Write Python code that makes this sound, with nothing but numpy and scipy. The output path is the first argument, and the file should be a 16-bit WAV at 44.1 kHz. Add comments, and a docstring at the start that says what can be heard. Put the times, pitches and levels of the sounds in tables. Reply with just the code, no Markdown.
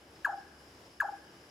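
"""Night woodland. From the start: a hush of air, a low distant rumble and insect choruses, all shaped noise.
At 0.25 s a nightjar calls from a perch: a sharp, nearly pure note that drops an octave in 30 ms,
then three soft low knocks. Ground, foliage and trunks throw the call back.
At 1 s the bird calls again, and the echoes fade into the insect hiss."""
import sys
import numpy as np
from scipy import signal
from scipy.fft import rfft, irfft
from scipy.io import wavfile
from scipy.ndimage import uniform_filter1d

SR = 44100
rng = np.random.default_rng(int(sys.argv[2]) if len(sys.argv) > 2 else 0)


def persist_wave(psi):
    """Save psi, clipped to +-1, as 16-bit WAV."""
    counts = np.round(np.clip(psi, -1, 1) * 32767).astype(np.int16)
    wavfile.write(sys.argv[1], SR, np.atleast_2d(counts).T)


N = 66150
BIN_HZ = np.arange(N // 2 + 1) * SR / N


def undb(db):
    """Decibels to gain."""
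    return 10 ** (np.asarray(db) / 20)


def unit(x):
    """Scale to rms 1."""
    return x / np.sqrt(np.mean(x ** 2))


def pan(db):
    """Left and right gains for an L-R level difference."""
    return undb(np.array([[db], [-db]]) / 2)


def spread(mid, side):
    """Mid and side to left and right."""
    return np.array([mid + side, mid - side])


def colour(hz, points):
    """Gain at hz of a (Hz, dB) curve."""
    f, db = np.array(points).T
    return undb(np.interp(np.log(np.maximum(hz, 1)), np.log(f), db))


def noise(bin_gains):
    """Noise of rms 1, shaped by a gain at each BIN_HZ."""
    return unit(irfft(rfft(rng.standard_normal(N)) * bin_gains, N))


def band(hz, width_hz):
    """Noise in one resonance."""
    return noise(1 / (1 + ((BIN_HZ - hz) / (0.61 * width_hz)) ** 2))


def walk(rate_hz):
    """Random wavering of rms 1."""
    return noise(np.exp(-(BIN_HZ / rate_hz) ** 2) * (BIN_HZ > 0))


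def night_air():
    """Broad hush, a deep drone and a wavering low rumble, all far away."""
    # Each row: frequency in Hz, relative spectral density in dB.
    spectrum = [(20, -20), (40, -7.5), (55, -9), (110, 1), (200, 0), (330, 1.5), (480, 0), (800, -3),
                (1500, -10), (2200, -11), (4000, -16.5), (6200, -19), (7300, -20), (9500, -27),
                (12000, -25), (15500, -35)]
    # Each row: frequency in Hz, side re mid in dB.
    stereo_width = [(20, -32), (120, -72), (300, -23.5), (600, -10.5), (1200, -1), (2500, -2.5),
                    (5000, -2.5), (9000, -4.5), (11000, -3), (12500, -39)]
    hush_db, drone_db, rumble_db = -58.5, -70, -67
    mid, side = (noise(colour(BIN_HZ, spectrum)) for _ in range(2))
    side = irfft(rfft(side) * colour(BIN_HZ, stereo_width), N)
    hush = spread(mid, side) * pan(db=1) * undb(hush_db + 0.82 * walk(rate_hz=5.8))
    drone = undb(drone_db) * band(hz=72.5, width_hz=12.4)
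    rumble = undb(rumble_db + 2 * walk(rate_hz=8.7)) * band(hz=328.7, width_hz=82)
    return hush + drone + rumble


def insects():
    """Distant choruses, each a narrow fluttering band."""
    # Each row: centre in Hz, width in Hz, level in dB, L-R in dB, side gain, flutter in dB.
    choruses = [(1620, 270, -81.5, 14, 1, -5.5), (2983, 200, -77, -3, 0.93, 2)]
    out = np.zeros((2, N))
    for hz, width_hz, db, pan_db, side_gain, flutter_db in choruses:
        flutter = (walk(rate_hz=6.5) + walk(rate_hz=72)) / np.sqrt(2)
        chorus = spread(band(hz, width_hz), side_gain * band(hz, width_hz))
        out += undb(db + flutter_db * flutter) * pan(pan_db) * chorus
    return out


def crickets(t):
    """The nearest crickets merge into one shrill band that swells and sinks."""
    # Each row: time in seconds, level change in dB.
    swell = [(0, -8), (.16, 0), (.28, -5.5), (.38, 1.5), (.49, -4.5), (.6, 0), (.88, -0.5), (.96, -1),
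             (1.099, -1.5), (1.5, 0)]
    centre_hz, width_hz, level_db, flutter_db = 5142, 490, -68, 1.5
    spectrum = 1 / (1 + (abs(BIN_HZ - centre_hz) / (0.87 * width_hz)) ** 3)
    chorus = spread(noise(spectrum), 0.55 * noise(spectrum))
    swell_db = np.interp(t, *np.array(swell).T)
    return chorus * undb(level_db + swell_db + flutter_db * walk(rate_hz=50)) * pan(db=3.5)


def katydid():
    """Fast, regular wing strokes pulse a high resonance."""
    centre_hz, width_hz, level_db, waver_db = 10630, 580, -80.5, 1.3
    stroke_hz = 131 * (1 + 0.011 * walk(rate_hz=1.8))
    strokes = 1 + 0.7 * np.sin(2 * np.pi * np.cumsum(stroke_hz) / SR)
    wings = spread(band(centre_hz, width_hz), 0.33 * band(centre_hz, width_hz))
    return wings * unit(strokes) * undb(level_db + waver_db * walk(rate_hz=30)) * pan(db=-10.5)


def opening_note(t):
    """A whistle that leaps up and falls an octave, with faint rasping overtones and an onset crack."""
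    # Each row: time into the note in seconds, pitch in Hz, relative level in dB.
    contour = [(0.0, 1250, -19), (0.0016, 1400, -15), (0.003, 1690, -4), (0.0045, 1700, 0),
               (0.008, 1660, -0.8), (0.0113, 1550, -1.5), (0.0128, 1380, -9.5), (0.019, 1080, -12.5),
               (0.024, 930, -12), (0.0295, 830, -13.5), (0.032, 650, -22), (0.040, 580, -26)]
    # Strength of the faint, buzzy overtones. Each row: frequency in Hz, gain re the fundamental in dB.
    overtone_gains = [(1800, -32.5), (2600, -17), (3400, -44.5), (4200, -25), (5100, -42), (5800, -83),
                      (6900, -22.5), (7800, -37), (9200, -70), (10200, -32.5), (11800, -30.5), (13000, -77)]
    attack_s, release_s, rasp_fade_s, crack_s = 0.00015, 0.0012, 0.025, 0.00073
    times_s, hz, db = np.array(contour).T
    pitch_hz = np.interp(t, times_s, hz)
    gate = np.clip(t / attack_s, 0, 1) * np.clip((times_s[-1] - t) / release_s, 0, 1)
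    level = uniform_filter1d(undb(np.interp(t, times_s, db)) * gate, size=36).clip(0)
    phase = 2 * np.pi * np.cumsum(pitch_hz * (t > 0)) / SR
    jitter_rad = 0.07 * walk(rate_hz=920)
    rasp = sum(colour(k * pitch_hz, overtone_gains) * np.sin(k * (phase + jitter_rad))
               for k in range(2, 11))
    rasp /= 1 + (t / rasp_fade_s) ** 6
    snap = undb(-26.5) * band(hz=2750, width_hz=1700)
    crack = (undb(-25.5) * np.sin(2 * phase) + snap) * np.exp(-(t / crack_s - 1.5) ** 2)
    return level * (np.sin(phase) + rasp) + crack


def knock(t, hz, half_s, glide_hz_per_s):
    """A short rounded hoot centred on t = 0, its pitch sagging on both flanks."""
    sag_hz, wobble_hz, steepness = 206, 6.7, 0.89
    u = np.clip(t / half_s, -12, 12)
    glide_hz = glide_hz_per_s * half_s * np.tanh(u)
    pitch_hz = hz + glide_hz - sag_hz * np.tanh(u / 3) ** 2 + wobble_hz * walk(rate_hz=220)
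    turns = np.cumsum(pitch_hz) / SR
    phase = 2 * np.pi * (turns - np.interp(0, t, turns))
    return (np.sin(phase) + undb(-26) * np.sin(2 * phase)) / np.cosh(steepness * u)


def nightjar(t):
    """Two calls, each an opening note and three knocks."""
    # Each row: start in seconds, level in dB.
    notes = [(0.2455, -20), (1.0004, -20)]
    # Each row: middle in seconds, level in dB, pitch in Hz, half length in seconds, glide in Hz/s.
    knocks = [(0.2975, -29.5, 811, 0.0037, 8000), (0.338, -32.5, 800, 0.00536, 3000),
              (0.383, -38, 805, 0.0046, -500), (1.052, -30, 811, 0.0036, 10002),
              (1.0920, -31.5, 844, 0.0034, 8000), (1.135, -37, 808, 0.005, 998)]
    voice = sum(undb(db) * opening_note(t - start_s) for start_s, db in notes)
    for middle_s, db, hz, half_s, glide_hz_per_s in knocks:
        voice += undb(db) * knock(t - middle_s, hz, half_s, glide_hz_per_s)
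    return voice


def woodland(voice, t):
    """Direct sound, dull ground echoes, quick leaf scatter, a blurred echo from trees and a long tail."""
    # Soft-ground echoes. Each row: delay in seconds, level in dB, L-R in dB, cutoff in Hz.
    echoes = [(.0073, -8.5, 2, 1450), (.0126, -10.5, 1, 1100)]
    # Foliage scatter. Each row: frequency in Hz, relative level in dB.
    foliage = [(500, 11.5), (750, -1), (1000, -1.5), (1300, 6), (1700, 0), (2400, -10), (5000, -11),
               (7000, 4), (12000, -5.5)]
    pan_db, left_lag_s, scatter_delay_s = 3.5, 25e-6, 0.0072
    centred_above_hz, trees_s, trees_blur_s = 6400, 0.0665, 0.015

    def delayed(delay_s, gain):
        return irfft(rfft(voice) * gain * np.exp(-2j * np.pi * BIN_HZ * delay_s), N)

    def decay(t60_s):
        return np.exp(-np.log(1000) * t / t60_s) * np.clip(t / scatter_delay_s - 1, 0, 1)

    off_centre = 1 / (1 + (BIN_HZ / centred_above_hz) ** 4)
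    left = delayed(left_lag_s * off_centre, undb(pan_db * off_centre / 2))
    right = delayed(0, undb(-pan_db * off_centre / 2))
    out = np.array([left, right])
    for delay_s, db, echo_pan_db, cutoff_hz in echoes:
        lowpass = 1 / np.hypot(1, (BIN_HZ / cutoff_hz) ** 10)
        out += undb(db) * pan(echo_pan_db) * delayed(delay_s, lowpass)
    leaves, tail = decay(t60_s=0.21), decay(t60_s=1)
    trees = np.exp(-((t - trees_s) / trees_blur_s) ** 2)
    power = sum(undb(db) ** 2 * shape ** 2 / (2 * np.sum(shape ** 2))
                for db, shape in ((-13, leaves), (-16, trees), (-16.5, tail)))
    mid, side = (noise(colour(BIN_HZ, foliage)) for _ in range(2))
    response = spread(mid, 0.68 * side) * np.sqrt(power)
    return out + pan(pan_db / 2) * signal.fftconvolve(voice[None], response, axes=1)[:, :N]


def scene():
    """The bird in the wood over a background that rises slightly at the start."""
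    rise_db, rise_s = 0.5, 0.14
    t = np.arange(N) / SR
    bird = woodland(nightjar(t), t)
    background = night_air() + insects() + crickets(t) + katydid()
    return bird + background * undb(-rise_db * np.clip(1 - t / rise_s, 0, 1))


def record(dry):
    """A steep low-pass cuts the top."""
    cutoff_hz = 15800
    return signal.sosfilt(signal.ellip(10, 0.2, 70, cutoff_hz, fs=SR, output="sos"), dry)


dry = scene()
out = record(dry)
persist_wave(out)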